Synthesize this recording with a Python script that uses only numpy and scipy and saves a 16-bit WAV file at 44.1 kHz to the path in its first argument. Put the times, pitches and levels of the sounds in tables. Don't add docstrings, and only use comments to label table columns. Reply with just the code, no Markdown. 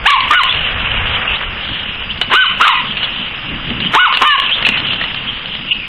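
import sys
import numpy as np
from scipy import signal
from scipy.fft import rfft, irfft
from scipy.io import wavfile
from scipy.ndimage import uniform_filter1d

SR = 44100
rng = np.random.default_rng(int(sys.argv[2]) if len(sys.argv) > 2 else 0)


def persist_wave(psi):
    counts = np.round(np.clip(psi, -1, 1) * 32767).astype(np.int16)
    wavfile.write(sys.argv[1], SR, np.atleast_2d(counts).T)


def gain_from_db(level_db):
    decades = np.asarray(level_db, float) / 20
    return 10 ** decades


N = 259302


def evened(x):
    return x / np.sqrt(np.mean(x ** 2) + 1e-20)


def band(x, lo_hz, hi_hz, order=2):
    return signal.sosfilt(signal.butter(order, [lo_hz, hi_hz], "band", fs=SR, output="sos"), x)


def coloured(points):
    points_hz, points_db = np.transpose(points)
    hz = np.fft.rfftfreq(N, 1 / SR)
    gain = gain_from_db(np.interp(np.log(hz + 1), np.log(points_hz), points_db, -90, -90))
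    return evened(irfft(rfft(rng.standard_normal(N)) * gain, N))


def drift(count, size):
    return evened(uniform_filter1d(uniform_filter1d(rng.standard_normal(count), size), size))


def add(mix, s, sound):
    part = mix[round(s * SR):][:len(sound)]
    part += sound[:len(part)]


def resonate(x, hz, width_hz):
    turn = np.exp(2j * np.pi * np.cumsum(hz * np.ones(len(x))) / SR)
    r = np.exp(-np.pi * width_hz / SR)
    return 2 * (turn * signal.lfilter([1 - r], [1, -r], x / turn + 1e-18)).real


def swells(events):
    t = np.arange(N) / SR
    return sum(db * np.exp(-((t - s) / length_s) ** 2) for s, db, length_s in events)


# middle in seconds, rise over the breeze in dB, length in seconds.
GUSTS = [(.1, 15, 0.23), (.54, 17, 0.17), (.77, 11.5, 0.08), (.97, 20, 0.14), (1.15, 11, 0.091),
         (1.32, 14.5, 0.038), (1.5, 12.5, 0.083), (1.72, 4, .05), (2.1, 11, 0.45), (3.12, 4.5, 0.092),
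         (3.3, 6.5, 0.041), (3.53, 12, 0.033), (3.72, 9.5, 0.15), (4.6, 5, 0.13), (5.0, 5, 0.073),
         (5.35, 5.5, 0.066), (5.77, 4, 0.05)]


def wind():
    wind_db = -36.5 + swells(GUSTS)
    rumble = band(rng.standard_normal(N), 11.0, 86) * gain_from_db(0.5 * drift(N, size=2000))
    return gain_from_db(wind_db - 6.55) * evened(rumble)


# middle in seconds, rise over the rumble in dB, length in seconds.
PAWS = [(.06, -3, 0.11), (.67, 2.5, 0.2), (.89, -1, 0.03), (1.2, 4.5, 0.046), (1.54, 2.5, 0.051),
        (1.7, 9, 0.035), (2.2, 5, 0.045), (2.87, 5, 0.16), (3.2, 5.5, 0.021), (3.45, 5, .06),
        (3.54, 8.5, 0.061), (3.704, 15, 0.051), (3.85, 13, 0.098), (4.682, 20, 0.041), (4.88, 8, 0.14),
        (5.3, 1, 0.31), (5.78, 8, 0.018)]


def planks():
    planks_db = -38 + swells(PAWS)
    drumming = band(rng.standard_normal(N), 110, 262.5) * gain_from_db(1.9 * drift(N, size=500))
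    return gain_from_db(planks_db + 0.5) * evened(drumming)


# middle in seconds, rise in dB, length in seconds.
HUM_SWELL = (1.05, 18, .3)


def plank_hum():
    return gain_from_db(-50.5 + swells([HUM_SWELL])) * evened(resonate(rng.standard_normal(N), 108, 12))


# frequency in Hz, level in dB per Hz.
WHEELS = [(300, -26.5), (450, -9), (700, -10.5), (1200, -5), (1700, -5), (3000, -5.5), (3700, -19.5),
          (4200, -37)]
# time in seconds, nearness in dB, throttle in dB.
TRUCK_RUN = [(0, -27, -25), (0.051, -25.5, -2), (.54, -23.5, 8.5), (.8, -23, 3.5), (0.931, -22, 4.5),
             (1.25, -21.5, -1.5), (1.34, -23.5, 7), (1.5, -28, 1), (1.72, -28.5, 5.5), (2.16, -32, 3.5),
             (2.87, -29, 8), (3.5, -30.5, 6), (3.898, -27.5, 6), (4.5, -27, 8), (4.62, -23.5, 5),
             (4.85, -28, 9), (5.201, -30, 6), (5.88, -36, 10.5)]


def truck():
    s, *columns = np.transpose(TRUCK_RUN)
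    wheels_db, throttle_db = (np.interp(np.arange(N) / SR, s, c) for c in columns)
    gears_db = wheels_db + throttle_db + 2.0 * drift(N, size=1800)

    tooth_hz = 212 * (1 + 0.051 * drift(N, size=3000) + 0.23 * drift(N, size=150))
    tooth_turns = np.cumsum(tooth_hz) / SR
    clicks = 1.0 + np.exp(-(tooth_turns % 1) / 1.6)
    chatter = clicks * gain_from_db(1.3 * drift(N, size=300)) * rng.standard_normal(N)
    housing_hz = 2887 * (1 + 0.034 * drift(N, size=2500))
    gears = resonate(resonate(chatter, housing_hz, 590), housing_hz, 1100)

    wheels = coloured(WHEELS) * gain_from_db(1.5 * drift(N, size=250))
    wheels /= np.std(band(wheels, 600, 2100, order=4))
    return gain_from_db(gears_db - 1.8) * evened(gears) + gain_from_db(wheels_db - 1.36) * wheels


SHELL_HZ = 2900


def knock(s, db, hz, t60_s, low_db):
    t = np.arange(3000) / SR
    grit = rng.standard_normal((2, 3000))
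    fall = gain_from_db(-60 * t / max(t60_s, .004)) * np.minimum(t / 0.0013, 1)
    ring = np.sin(2 * np.pi * hz * t) + 0.81 * evened(band(grit[0], 1600, 6100))
    tap = evened(band(grit[1], 420, 1900))
    return s, gain_from_db(db) * fall * (0.96 * ring + gain_from_db(low_db) * tap)


def stray_rattles(mix):
    for chance, size, tune in rng.random((80, 3)):
        s = chance * 80 / 8
        add(mix, *knock(s, -28 + 8 * size, SHELL_HZ * (.9 + .2 * tune), 0.028, -11))


# start in seconds, peak in dB, t60 in seconds, low tap share in dB.
JOLTS = [(0.4324, 4, 0.026, -11), (.45, -1, 0.026, -5.5), (0.525, 3, 0.0087, -18),
         (.9263, -21.5, 0.031, -12), (2.1063, -22, 0.15, -17), (2.174, -18.5, 0.048, -14),
         (2.2133, 0.5, 0.067, -12), (2.6783, 17.5, .03, -19), (2.969, -14.5, 0.086, -28),
         (3.029, -10.5, 0.087, -20), (3.041, -13.5, 0.087, -12.5), (3.8018, -7.5, 0.029, -12),
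         (3.8482, 0.5, 0.0072, -13), (3.863, -15.5, 0.016, -40), (4.138, -0.5, 0.044, -20),
         (4.1477, 3, 0.04, -23), (4.1706, 2.5, 0.035, -13.5), (4.3988, 9, 0.014, -17),
         (4.4621, -2.5, .01, -19), (4.649, 0, 0.13, -29.5), (4.6661, 7.5, 0.067, -9.5),
         (4.6878, 7.5, 0.055, -9.5), (4.8005, -9, 0.026, -13), (4.8684, -6.5, 0.014, -28),
         (4.931, -11, 0.044, -12), (5.144, -8, 0.022, -18), (4.7716, -8, 0.08, -15),
         (5.457, -13, 0.021, -26.5), (5.7184, -15.5, 0.13, -14.5), (4.378, -10, 0.03, -5)]


def plank_jolts(mix):
    for s, db, t60_s, low_db in JOLTS:
        add(mix, *knock(s, db, SHELL_HZ * (1 + 0.049 * rng.standard_normal()), t60_s, low_db))


# start in seconds, peak in dB, ring in Hz.
CLAWS = [(0.147, 0.5, 2160), (0.2047, 1.5, 2950), (1.953, -17.5, 2950), (3.7025, -13.5, 2720),
         (4.0596, 0.5, 2300), (4.1247, 0, 3080), (4.419, -9, 2790), (4.624, -7, 2980), (5.0121, -8, 1890),
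         (5.0385, -9, 2060), (5.5502, -13, 2900)]


def claw_clicks(mix):
    for s, db, hz in CLAWS:
        add(mix, *knock(s, db, hz, t60_s=0.029, low_db=-10))


# start in seconds, length in seconds, level in dB,
# first pitch in Hz, last pitch in Hz.
SQUEALS = [(0.435, 0.019, -9, 3090, 2910), (0.473, 0.056, -10, 3330, 3440), (0.9, 0.031, -14, 2810, 3110),
           (1.257, 0.076, -15, 2910, 2450), (1.322, .05, -19.5, 2670, 4180),
           (1.829, 0.016, -20.5, 3034, 3020), (2.08, 0.053, -18.5, 2343, 3590),
           (2.899, .04, -20, 3100, 3100), (3.025, 0.04, -15.5, 3030, 3260), (3.849, 0.037, -14, 3130, 3010),
           (4.505, .06, -5.5, 2840, 3740), (4.651, 0.022, 1.5, 2730, 2540),
           (5.267, 0.051, -17.5, 3210, 3160), (5.705, 0.033, -1.5, 2800, 2790)]


def squeals(mix, width_hz=350):
    for s, length_s, db, from_hz, to_hz in SQUEALS:
        noise = rng.standard_normal(SR // 10)[:int(length_s * SR)]
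        hz = np.linspace(from_hz, to_hz, len(noise))
        glide = resonate(resonate(noise, hz, width_hz), hz, width_hz)
        add(mix, s, gain_from_db(db) * evened(glide) * np.hanning(len(noise)) * 0.96)


# frequency in Hz, width in Hz, level in dB.
THROAT = [(1156, 845, 16), (2950, 680, 8), (2058, 170, -7.5), (3674, 810, 0.5)]
# time in seconds, pitch in Hz.
BARKS = [
    [(.051, 750), (.057, 741), (.073, 987), (.085, 1185), (.106, 1126), (.124, 1171), (.148, 1034),
     (.178, 814)],
    [(.3, 1001), (.31, 1136), (.327, 1285), (.346, 1457), (.366, 1480), (.391, 1430), (.4, 1126),
     (.427, 937.4)],
    [(2.296, 454.5), (2.322, 882), (2.34, 1118), (2.362, 1405), (2.378, 1522), (2.402, 1520), (2.433, 1482),
     (2.447, 1112), (2.474, 875)],
    [(2.595, 881.4), (2.607, 1125), (2.63, 1351), (2.662, 1290), (2.687, 1321), (2.697, 1022), (2.718, 943),
     (2.74, 839)],
    [(3.93, 507.2), (3.946, 765.6), (3.962, 922), (3.979, 1132), (3.997, 1444), (4.01, 1464), (4.047, 1473),
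     (4.065, 1097), (4.088, 793)],
    [(4.207, 707.5), (4.221, 1058), (4.245, 1074), (4.263, 1219), (4.284, 1204), (4.32, 1146),
     (4.348, 1098), (4.368, 943)],
]
# effort in dB, attack in seconds, voice clears after seconds,
# release in seconds, fade in dB.
EFFORTS = [
    (6, .012, 0.11, 0.038, -13),
    (5, .01, 0.0612, 0.047, -6.5),
    (7.5, .045, .07, 0.045, -24.5),
    (7, 0.019, 0.11, 0.042, -18.5),
    (8, .022, .045, 0.024, -12),
    (4.5, 0.014, .055, 0.035, -9),
]
# roughness at onset and held, 0 to 1; brightness at onset and held,
# in dB per octave.
VOICES = [
    (0.11, 0.038, 3, -2),
    (0.42, 0.059, -9.5, 4.5),
    (0.61, .05, 3.5, 3.5),
    (.45, 0.04, 0.5, 3),
    (.7, .03, -4, 0),
    (.6, 0.022, -3.5, 2),
]
# middle in seconds, length in seconds, rise in dB.
DOUBLING = [
    (0.098, 0.014, 19.5),
    (0.329, 0.029, 29),
    (2.423, 0.062, 11),
    (2.638, 0.034, 17.5),
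    (4.026, 0.045, 18),
    (4.296, .065, 26.5),
]


def bark(arch, effort, voice, doubling):
    s, pitch_hz = np.transpose(arch)
    top_db, attack_s, clear_s, release_s, fade_db = effort
    onset_rough, held_rough, onset_bright_db, held_bright_db = voice
    middle_s, doubling_s, doubling_db = doubling
    t = np.arange(s[0], s[-1], 1 / SR)
    age = t - s[0]
    hz = np.interp(t, s, pitch_hz)
    shake = drift(9000, size=40)[:len(t)]
    air = rng.standard_normal(9000)[:len(t)]
    waver = [drift(9000, size=600)[:len(t)] for k in range(9)]

    onset_db = -36 * np.clip(1 - age / attack_s, 0, 1)
    release_db = fade_db * np.clip(1 - (s[-1] - t) / release_s, 0, 1)
    effort_db = top_db + onset_db - 11.5 * age + release_db
    held = np.clip((age - clear_s) / 0.023 + 1, 0, 1)
    rough = np.clip(onset_rough + (held_rough - onset_rough) * held, 0, 1)
    bright_db = onset_bright_db + (held_bright_db - onset_bright_db) * held
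    half_db = -21 + doubling_db * np.exp(-((t - middle_s) / doubling_s) ** 4)

    turns = np.cumsum(hz * (1 + .25 * rough * shake)) / SR
    closing = 1 - hz / np.maximum.accumulate(hz)
    folds = 0
    for k in range(1, 9):
        partial_db = bright_db * np.log2(k / 2) + half_db * (k % 2) - 21 * (k == 1)
        partial_db = partial_db - 24 * closing * (k == 4) + 0.31 * (k + 4) * waver[k]
        folds = folds + gain_from_db(partial_db) * np.cos(np.pi * k * turns)
    puffs = (0.33 + np.exp(-(turns / 2 % 1) / 0.046)) * air
    drive = (1 - rough) * folds + 3 * rough * puffs

    throat = 0
    for k, (f, width_hz, db) in enumerate(THROAT):
        throat = throat + (-1) ** k * gain_from_db(db) * resonate(resonate(drive, f, width_hz), f, width_hz)
    throat = band(throat, 680, 4700, order=3)
    throat /= np.sqrt(uniform_filter1d(throat ** 2, size=500) + 1e-3)
    breath = gain_from_db(-7.5 - 12 * (0.5 - rough) * held) * evened(band(air[::-1], 2000, 3600))
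    chest_db = -5.5 - 300 * np.maximum(age - attack_s, 0)
    chest = gain_from_db(chest_db) * rough ** 2 * evened(band(air, 250, 600))
    level = gain_from_db(effort_db + 0.5 + drift(9000, size=220)[:len(t)])
    return s[0], level * (throat + breath + chest) * signal.windows.tukey(len(t), .08)


# delay in seconds, level in dB, smear in seconds.
ECHOES = [
    (0.032, -21.5, 0.033),
    (0.076, -21, 0.0032),
    (0.096, -30.5, 0.012),
]
# frequency in Hz, level in dB.
PORCH = [(500, -4.5), (850, -10), (1100, 3), (1300, -6.5), (1550, -6.5), (2200, 2.5), (3000, -1),
         (3800, -5.5)]


def deck(x):
    t = np.arange(SR // 2) / SR
    shape = gain_from_db(-60 * t / 0.35) * np.minimum(t / 0.0033, 1)
    shape *= gain_from_db(-11) / np.linalg.norm(shape)
    for s, db, smear_s in ECHOES:
        burst = np.exp(-abs(t - s) / max(smear_s, 1e-3))
        shape += gain_from_db(db) * burst / np.linalg.norm(burst)
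    porch_hz, porch_db = np.transpose(PORCH)
    log_hz = np.log(np.fft.rfftfreq(len(t), 1 / SR) + 1)
    colour = gain_from_db(np.interp(log_hz, np.log(porch_hz), porch_db))
    tail = irfft(rfft(shape * rng.standard_normal(len(t))) * colour, len(t))
    return signal.fftconvolve(x, tail)[:N]


def scene():
    dog, knocks = np.zeros(N), np.zeros(N)
    background = wind() + planks() + plank_hum() + truck()
    stray_rattles(knocks)
    plank_jolts(knocks)
    claw_clicks(knocks)
    squeals(knocks)
    for call in zip(BARKS, EFFORTS, VOICES, DOUBLING):
        add(dog, *bark(*call))
    return (dog + knocks + deck(dog + gain_from_db(-5.5) * knocks) + background)[None]


# frequency in Hz, level in dB per Hz.
HISS = [(3000, -14), (4200, -5.5), (4600, 6), (5000, 4.5), (5500, -3.5)]


def camera_noise():
    rumble = gain_from_db(-44) * evened(band(rng.standard_normal(N), 21, 54))
    return rumble + gain_from_db(-51.5) * coloured(HISS)


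def gain_control(mic):
    power_db = 10 * np.log10(abs(uniform_filter1d(mic ** 2, size=500)) + 1e-12)
    fall_db = np.arange(N) * 630.0 / SR
    over_db = np.maximum(np.maximum.accumulate(power_db + fall_db) - fall_db + 15, 0)
    grip = np.exp(-1 / (0.0046 * SR))
    return mic / gain_from_db(0.75 * signal.lfilter([1 - grip], [1, -grip], over_db))


def masked_bands(x, under_db=-27, whim_db=4.0, top_hz=5450):
    hz, _, z = signal.stft(x, SR, nperseg=2048)
    power = (abs(z[:1024]) ** 2).reshape(256, 4, -1).sum(1)
    loudest = uniform_filter1d(power, size=5, axis=0).max(0)
    whim = uniform_filter1d(rng.standard_normal(power.shape), size=5, axis=0)
    whim = evened(uniform_filter1d(whim, size=7, axis=1))
    kept = (power > loudest * gain_from_db(under_db + whim_db * whim) ** 2) | (hz[:1024:4, None] < 1350)
    z[:1024] *= np.repeat(kept, 4, axis=0) * (hz[:1024, None] < top_hz)
    return signal.istft(z, SR, nperseg=2048)[1][:N]


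def overload(x, smear_db=-10):
    clipped = np.clip(x, -.975, .975)
    spread = uniform_filter1d(uniform_filter1d((x - clipped) ** 2, size=1500), size=1500)
    fizz = band(rng.standard_normal(N), 3400, 6800, order=1)
    return clipped + gain_from_db(smear_db) * np.sqrt(np.maximum(spread - 1e-7, 0)) * fizz


def top_cut(x):
    return signal.sosfilt(signal.butter(12, 15800, fs=SR, output="sos"), x)


def record(dry):
    mic = signal.sosfilt(signal.butter(10, 3850, fs=SR, output="sos"), dry[0])
    ducked = camera_noise() + gain_control(mic)
    clipped = overload(gain_from_db(1.2) * masked_bands(ducked) + .006)
    low_pass = signal.firwin(255, 15800, fs=SR)
    limited = signal.oaconvolve(np.pad(clipped, 127, "reflect"), low_pass, "valid")
    return top_cut(limited[None])


dry = scene()
out = record(dry)
persist_wave(out)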